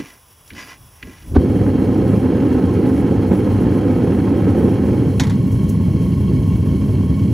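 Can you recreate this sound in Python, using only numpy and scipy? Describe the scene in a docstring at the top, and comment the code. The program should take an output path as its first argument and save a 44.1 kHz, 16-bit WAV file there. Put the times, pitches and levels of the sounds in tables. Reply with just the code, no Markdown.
"""On a lawn, close to a gas-fired melting furnace.
Gas hisses from the jet and the burner tube rasps and pops under a lazy flame. The flame runs back,
the burner catches with a thump, and turbulent burning drives the air in the pot into a roar.
The steel lid is swung over, darkens the roar, lands with a clink and grinds into its seat."""
import sys
import numpy as np
from scipy import signal
from scipy.fft import rfft, irfft
from scipy.io import wavfile
from scipy.ndimage import uniform_filter1d

SR = 44100
rng = np.random.default_rng(int(sys.argv[2]) if len(sys.argv) > 2 else 0)


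def file_out(sig):
    """Save sig as 16-bit WAV at sys.argv[1]."""
    # one column per channel
    cols = np.atleast_2d(sig).T
    # limit, then scale
    lim = np.clip(cols, -1, 1)
    pcm = np.round(lim * 32767).astype(np.int16)
    wavfile.write(sys.argv[1], SR, pcm)


N = 323253
T = np.arange(N) / SR
HZ = np.fft.rfftfreq(8192, 1 / SR)
CATCH_S = 1.353  # the burner catches

# tone of the roar, pot open and covered: f/Hz, level/dB
OPEN_EQ = [(20, -34), (35, -32), (60, -6.5), (140, -6), (300, 0.5), (400, -6), (500, -7.5), (600, -19),
           (650, -23.5), (800, -20.5), (1150, -36), (1600, -33), (3000, -45), (8000, -72.5)]
COVERED_EQ = [(20, -43), (35, -29), (65, -2), (110, 1.5), (180, 1), (235, -6.5), (300, -10), (400, -14),
              (550, -25.5), (680, -37), (950, -34), (1230, -46.5), (2000, -46), (6000, -68)]
# air modes of the pot and the dips between them, open and covered: f/Hz, width/Hz, gain/dB
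OPEN_POT_MODES = [(102.2, 38.6, 11.5), (142, 17, 0), (189, 37, 4.5), (261, 21.5, 6.5), (640, 25, -7),
                  (1067, 77, 9.5), (1114, 37, -3), (1281, 64, 8.5)]
COVERED_POT_MODES = [(96, 30, 5), (202, 24, 4), (263, 28, 7), (622, 44, 6), (1087, 62, 17), (1200, 90, -4)]
# strongest heaves of the roar: t/s, boost/dB, half length/s
ROAR_HEAVES = [(2.06, 1.5, .06), (4.48, 4.5, 0.015), (4.64, 3.5, 0.033), (6.367, 3, 0.043),
               (7.283, 3, 0.036)]
# ignition swelling through the pot's air modes: f/Hz, level/dB, t/s, half length/s
THUMP_MODES = [(79, -2.5, 1.381, 0.016), (267, 0.5, 1.367, 0.0058), (392, -8, 1.367, 0.0081),
               (734, -18.5, 1.364, 0.0068), (1125, -24.5, 1.363, 0.0049), (1523, -26.5, 1.365, 0.0057)]

# lid swinging over the mouth: t/s, share covered
LID_COVER = [(4.68, 0.015), (5.05, 0.47), (5.2, 0.94), (5.4, 1)]
# lid landing and rocking on the rim: t/s, ring/dB, crunch/dB, crunch t60/s, crack/dB
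LID_KNOCKS = [(5.198, -22.5, -23.5, 0.082, -21), (5.205, -41, -31, 0.11, -36), (5.236, -42, -31, 0.15, -52),
              (5.269, -48, -35, 0.082, -52), (5.297, -44, -32.5, 0.17, -46)]
# ring of the steel lid: f/Hz, level/dB, t60/s
LID_MODES = [(890, -13, .3), (1025, -11, .2), (1490, -9, .12), (1628, -9, .12), (1750, -11, .16),
             (1950, -7, .17), (2164, -7, .13), (3148, -17, .26), (3472, -13, .18), (3726, -11, .18),
             (3910, -11, .1), (4069, -14, .13), (4327, -11, .15), (4870, -14, .1), (5167, -14, .13),
             (5486, -13, .11), (5749, -11, .18), (5884, -13, .11), (6040, -13, .1), (6430, -12, .11),
             (6578, -9, .11), (7036, -13, .08), (7790, -21, .15), (11510, -21, .12)]
# grit crushed under the lid: t/s, level/dB, half length/s
GRIT_SCRAPES = [(5.475, -50, .012), (5.525, -45.5, 0.013), (5.64, -52, .015), (5.696, -38, .009),
                (5.72, -49, .02)]
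# tone of the lining's crunch, the bright crack of contact and the grit: f/Hz, level/dB
CRUNCH_EQ = [(200, -34), (900, 10.5), (1200, 1), (2000, 5.5), (2700, -7), (3700, -2), (4700, -9),
             (6500, -10), (8500, -13), (12000, -19), (16000, -32)]
CRACK_EQ = [(500, -10), (2300, 3), (4700, -2), (6700, 2), (8500, -8), (11500, -14), (16000, -17)]
GRIT_EQ = [(1000, -34), (4000, -14), (6000, 0), (9000, -3), (12000, 0), (15000, -5), (17000, -8)]

# lazy flame flaring in the pot: t/s, rumble/dB, rush/dB, rush t60/s
FLAME_FLARES = [(0.0, -51, -21.5, 0.11), (0.04, -58, -43.5, 0.38), (0.53, -39, -40, 0.9),
                (0.82, -42, -65, .3), (1.045, -36, -38, 0.26), (1.085, -50, -35, .2)]
# tone of its rumble and its rush: f/Hz, level/dB
RUMBLE_EQ = [(15, -26), (42, -4.5), (72, -3), (110, -5), (170, -14.5), (500, -51), (2000, -78)]
RUSH_EQ = [(40, -41), (130, -4.5), (190, -5), (270, 2), (380, -7), (480, -13.5), (900, -32), (3000, -50)]

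# gusts rasping through the burner tube: t/s, relative level/dB, half length/s
TUBE_GUSTS = [(0.004, -41.5, .014), (0.055, -47, 0.084), (0.601, -37.5, 0.045), (0.704, -41.5, 0.046),
              (1.126, -51, 0.14)]
# tone of the rasp: f/Hz, level/dB
TUBE_EQ = [(200, -16), (700, -5.5), (1500, -4), (2600, -4), (3800, -13), (5700, -10.5), (7000, -17),
           (8000, -19), (12000, -24), (16000, -34)]
# resonances of the tube: f/Hz, width/Hz, gain/dB
TUBE_PEAKS = [(1040, 90, 10), (1650, 80, 10), (1990, 90, 13), (2390, 150, 7), (2950, 120, 7),
              (3510, 110, 5), (5650, 140, 9), (6080, 70, 7), (6750, 300, 4)]
# flame pops in the tube: t/s, level/dB, t60/s, centre f/Hz
TUBE_POPS = [(.175, -54, .03, 1800), (.477, -44.5, 0.044, 6000), (0.503, -35.5, 0.07, 2000),
             (.534, -46.5, 0.033, 3000), (1.027, -29.5, 0.037, 2130), (1.129, -57, .03, 2500),
             (1.183, -46, 0.027, 2600), (1.223, -46, 0.027, 3000)]

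# hiss of the gas jet and of air drawn into the burner: f/Hz, level/dB
JET_EQ = [(20, -98), (200, -89.5), (1000, -88.5), (2000, -95), (3000, -93.5), (4500, -101), (5600, -93),
          (7200, -100), (8500, -92), (9600, -94.5), (11300, -90.5), (12600, -99.5), (14700, -91.5),
          (16000, -100)]
INTAKE_EQ = [(300, -100), (1500, -88.5), (2500, -89), (3000, -84), (3600, -97.5), (4300, -90.5),
             (4800, -97), (6400, -94), (7200, -102), (12000, -115)]
# whistles and dips of the jet, cold and hot, and of the intake: f/Hz, width/Hz, gain/dB
COLD_JET_PEAKS = [(1050, 120, 6), (3380, 160, 8), (4250, 400, -4), (4570, 80, 5), (5000, 120, 4),
                  (5630, 170, 7), (9200, 1000, -4), (10500, 200, 9), (11150, 250, 5), (14650, 250, 7)]
HOT_JET_PEAKS = [(5560, 200, 4.4), (6350, 300, 4), (7540, 240, 7.6), (9600, 670, 2.8), (10960, 110, 11.5),
                 (11760, 250, 3.5)]
INTAKE_PEAKS = [(2227, 115, 15), (2600, 130, -9), (2752, 56, 11), (2880, 76, -5), (3200, 200, 12.5),
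                (3720, 230, -3.5), (4140, 170, 10), (4524, 71, 11), (4770, 140, 0), (5040, 110, 11.5),
                (5630, 160, 8.5), (5840, 240, -12), (6330, 300, 5.5)]

# stereo phase: f/Hz, lead of left/rad
STEREO_PHASE = [(20, 0), (120, -.24), (300, -.24), (450, -.1), (750, 0), (2600, 0), (3200, .55), (4500, .1),
                (5000, 0), (7750, -.1), (8150, 2.3), (9000, 2.1), (10400, 0), (11650, 0), (12150, -1),
                (12600, -3), (13800, -3.25), (15250, -6.2)]
# stereo balance: f/Hz, left over right/dB
STEREO_BALANCE = [(60, 0.5), (120, 0.0), (240, -1.0), (480, -3.0), (950, -4.0), (1890, 0.0), (3770, 0.5),
                  (7520, 0.0), (15000, 0.0)]
# likeness of left and right turbulence: f/Hz, correlation
STEREO_LIKENESS = [(300, .998), (700, .94), (1200, .95), (1700, .998), (2600, .99), (3600, .9),
                   (5000, .995), (7400, .99), (8100, .75), (9900, .75), (10500, .99), (11600, .99),
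                   (12200, .5), (12700, .98), (13700, .98), (14300, .72), (15400, .98)]


def roar(body_db=-14, crackle_db=-35, split_hz=660, warm_up_s=0.33):
    """Turbulent burning drives the air modes of the pot; the lid lowers them and shuts in the crackle."""
    cover = np.interp(T, *np.transpose(LID_COVER))
    open_pot = colour(noise(), eq(OPEN_EQ) + peaks(OPEN_POT_MODES))
    covered_pot = colour(noise(), eq(COVERED_EQ) + peaks(COVERED_POT_MODES))
    pot = np.sqrt(1 - cover) * open_pot + np.sqrt(cover) * covered_pot
    lows = signal.sosfiltfilt(signal.butter(6, split_hz, fs=SR, output="sos"), pot)
    flicker = flutter(slow_hz=6.1, fast_hz=88)  # flame fronts fold and collapse
    surge_db = flutter(slow_hz=2.6, fast_hz=17)  # a stronger flame also crackles more
    cold = np.exp(-np.maximum(T - CATCH_S, 0) / warm_up_s)  # crackle builds as the pot heats
    heave_db = sum(db * swell(s, half) for s, db, half in ROAR_HEAVES)
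    body = steadied(lows * amp(0.71 * flicker), span_s=0.06, share=0.78)
    body *= amp(body_db - 0.44 * cover + surge_db + heave_db)
    crackle = steadied((pot - lows) * amp(1.67 * flicker), span_s=0.28, share=1)
    crackle *= amp(crackle_db - 8.5 * cover - 4.5 * cold + 0.76 * surge_db + 0.24 * heave_db)
    return fade_in(mid_s=1.378, rise_s=0.022) * (body + crackle)


def ignition(puff_db=-30):
    """The mixture in the pot lights all at once: a thump with a short puff on top."""
    thump = sum(amp(db) * swell(s, half) * np.cos(2 * np.pi * hz * (T - s))
                for hz, db, s, half in THUMP_MODES)
    puff_eq = eq([(100, -14), (1200, 4), (2000, -11), (4000, -12), (9000, -35), (16000, -45)])
    puff = unit_rms(colour(noise(), puff_eq))
    return thump + amp(puff_db) * swell(crest_s=1.363, half_s=0.013) * puff


def lid(crack_t60=0.036):
    """Each knock cracks, rings the steel shell and crunches the lining; then grit grinds in the seat."""
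    t = np.arange(SR // 2) / SR
    blows, crunch, crack = np.zeros((3, N))
    for s, ring_db, crunch_db, t60, crack_db in LID_KNOCKS:
        blows[round(s * SR)] += amp(ring_db)
        crunch += amp(crunch_db) * burst(s, t60)
        crack += amp(crack_db) * burst(s, crack_t60)
    ring = 0
    for hz, db, t60 in LID_MODES:
        phase = rng.random() + 0.053 * rng.standard_normal((2, 1))  # slightly apart left and right
        ring += amp(db - 60 * t / t60) * np.sin(2 * np.pi * (hz * t + phase))
    grit = sum(amp(db) * swell(s, half) for s, db, half in GRIT_SCRAPES)
    grains = noise() * amp(1.9 * flutter(slow_hz=98, fast_hz=700))  # lining breaks in tiny uneven steps
    breaking = sum(envelope * unit_rms(colour(grains, eq(tone)))
                   for envelope, tone in [(crunch, CRUNCH_EQ), (crack, CRACK_EQ), (grit, GRIT_EQ)])
    return signal.oaconvolve(blows[None], ring, axes=1)[:, :N] + breaking


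def lazy_flame(idle_db=-58, fill_db_per_s=8.5, run_back_db_per_s=213):
    """Unmixed gas rumbles as the pot fills, flares up, and at last the flame runs back to the burner."""
    idle = amp(idle_db + fill_db_per_s * T) * (T < CATCH_S)
    approach = amp(-run_back_db_per_s * abs(T - CATCH_S))
    run_back = np.where(T < CATCH_S, approach, burst(CATCH_S, t60=0.12))
    rumbles, rushes = [idle, amp(-16.5) * run_back], [amp(-25.5) * run_back]
    for s, rumble_db, rush_db, t60 in FLAME_FLARES:
        rumbles.append(amp(rumble_db) * flare(s, t60=0.34))
        rushes.append(amp(rush_db) * flare(s, t60))
    rumble = steadied(colour(noise(), eq(RUMBLE_EQ)), span_s=0.038, share=0.97)
    rush = steadied(colour(noise(), eq(RUSH_EQ)), span_s=0.0255, share=1)
    return np.linalg.norm(rumbles, axis=0) * rumble + np.linalg.norm(rushes, axis=0) * rush


def sputter(rasp_db=2.5, rough_db=2.5, whistle_db=-50, whistle_hz=4803):
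    """The unsettled flame rasps and pops in the burner tube, which whistles when blown hard."""
    flow = np.sqrt(sum((amp(db) * swell(s, half)) ** 2 for s, db, half in TUBE_GUSTS))
    drive = flow * amp(rasp_db + rough_db * flutter(slow_hz=29.9, fast_hz=150))
    white, modes_db = unit_rms(noise()), peaks(TUBE_PEAKS)
    rasp_eq = eq(TUBE_EQ) + modes_db
    rasp = colour(drive * white, rasp_eq) / rms(amp(rasp_eq))
    detune_hz = np.minimum(abs(HZ - whistle_hz), 1000)
    whistle_eq = -20 * np.log10(1 + (detune_hz / 12) ** 2)
    whistle = steadied(colour(white, whistle_eq), span_s=0.039, share=0.95)
    whistle *= amp(whistle_db) * swell(crest_s=0.63, half_s=0.072)  # spans the two strong gusts
    pops = 0
    for s, db, t60, hz in TUBE_POPS:
        pop_eq = 0.65 * modes_db - np.minimum(11 * np.log2((HZ + 1) / hz) ** 2, 30)
        pops += amp(db) * colour(burst(s, t60) * white, pop_eq) / rms(amp(pop_eq))
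    return rasp + whistle + pops


def jet():
    """Gas leaves the nozzle in a wavering hiss; once the burner draws, whistles shift and air rushes in."""
    hot = fade_in(mid_s=1.43, rise_s=0.22)
    cold_hiss = colour(noise(), eq(JET_EQ) + peaks(COLD_JET_PEAKS))
    hot_hiss = colour(noise(), eq(JET_EQ) + peaks(HOT_JET_PEAKS))
    hiss = np.sqrt(1 - hot) * cold_hiss + np.sqrt(hot) * hot_hiss
    intake = fade_in(mid_s=1.37, rise_s=0.029) * colour(noise(), eq(INTAKE_EQ) + peaks(INTAKE_PEAKS))
    hiss *= amp(1.43 * flutter(slow_hz=0.45, fast_hz=10))
    intake *= amp(1.5 * flutter(slow_hz=0.93, fast_hz=40))
    return hiss + intake


def noise():
    """White turbulence of 0 dB per Hz, almost alike left and right."""
    common, apart = rfft(rng.standard_normal((2, N)))
    likeness = eq(STEREO_LIKENESS, np.fft.rfftfreq(N, 1 / SR))
    mid, side = common * np.sqrt((1 + likeness) / 2), apart * np.sqrt((1 - likeness) / 2)
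    return irfft(np.array([mid + side, mid - side]), N) * np.sqrt(SR / 2)


def flutter(slow_hz, fast_hz):
    """Random wavering of rms 1 between two rates."""
    hz = np.fft.rfftfreq(N, 1 / SR)
    band = hz / (hz + slow_hz) / (1 + (hz / fast_hz) ** 2)
    return unit_rms(irfft(rfft(rng.standard_normal(N)) * band, N))


def steadied(x, span_s, share):
    """Levels out a share of the turbulence's swings in power, as a steady fuel supply does."""
    power = abs(uniform_filter1d((unit_rms(x) ** 2).mean(0), int(span_s * SR))) + 1e-6
    return unit_rms(x / power ** (share / 2))


def eq(points, hz=HZ):
    """Curve through points on a log-frequency axis."""
    f, value = np.transpose(points)
    return np.interp(np.log(hz + 1), np.log(f + 1), value)


def peaks(modes):
    """Bell boosts and cuts in dB."""
    return sum(db / (1 + (2 * (HZ - hz) / width) ** 2) for hz, width, db in modes)


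def colour(x, db):
    """Minimum-phase EQ with the given curve in dB."""
    log_gain = np.log(amp(np.r_[db, db[-2:0:-1]]))
    taps = np.fft.ifft(np.exp(np.conj(signal.hilbert(log_gain)))).real[:len(HZ)]
    return signal.oaconvolve(x, taps[None], axes=1)[:, :N]


def burst(s, t60):
    """Envelope with a hard attack and a dying tail."""
    return (T >= s) * amp(-60 * np.maximum(T - s, 0) / t60)


def swell(crest_s, half_s):
    """Bell-shaped envelope."""
    return np.exp(-((T - crest_s) / half_s) ** 2)


def flare(crest_s, t60):
    """Envelope with a quick, soft attack and a dying tail."""
    return np.where(T < crest_s, swell(crest_s, half_s=0.016), burst(crest_s, t60))


def fade_in(mid_s, rise_s):
    """S-curve from 0 to 1."""
    return (1 + np.tanh((T - mid_s) / rise_s)) / 2


def amp(db):
    """Decibels to gain."""
    return 10 ** (np.asarray(db) / 20)


def rms(x):
    """Root-mean-square level."""
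    return np.sqrt(np.mean(x ** 2) + 1e-20)


def unit_rms(x):
    """Scales to rms 1."""
    return x / rms(x)


def scene():
    """All sources in the open air, with no echo from the lawn."""
    return jet() + sputter() + lazy_flame() + ignition() + roar() + lid()


def record(dry, low_cut_hz=36, high_cut_hz=15800, ceiling=0.95):
    """Offsets left and right in phase and level, cuts deep bass, rounds off peaks and trims the top."""
    hz = np.fft.rfftfreq(N, 1 / SR)
    left = amp(eq(STEREO_BALANCE, hz) / 2) * np.exp(0.5j * eq(STEREO_PHASE, hz))
    low_cut = 1 / np.sqrt(1 + (low_cut_hz / (hz + 1)) ** 6)
    stereo = irfft(rfft(dry) * low_cut * np.array([left, 1 / left]), N)
    rounded = stereo / (1 + (stereo / ceiling) ** 8) ** (1 / 8)
    high_cut = signal.firwin(511, high_cut_hz, window=("kaiser", 9), fs=SR)
    return signal.oaconvolve(rounded, high_cut[None], "same")


dry = scene()
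out = record(dry)
file_out(out)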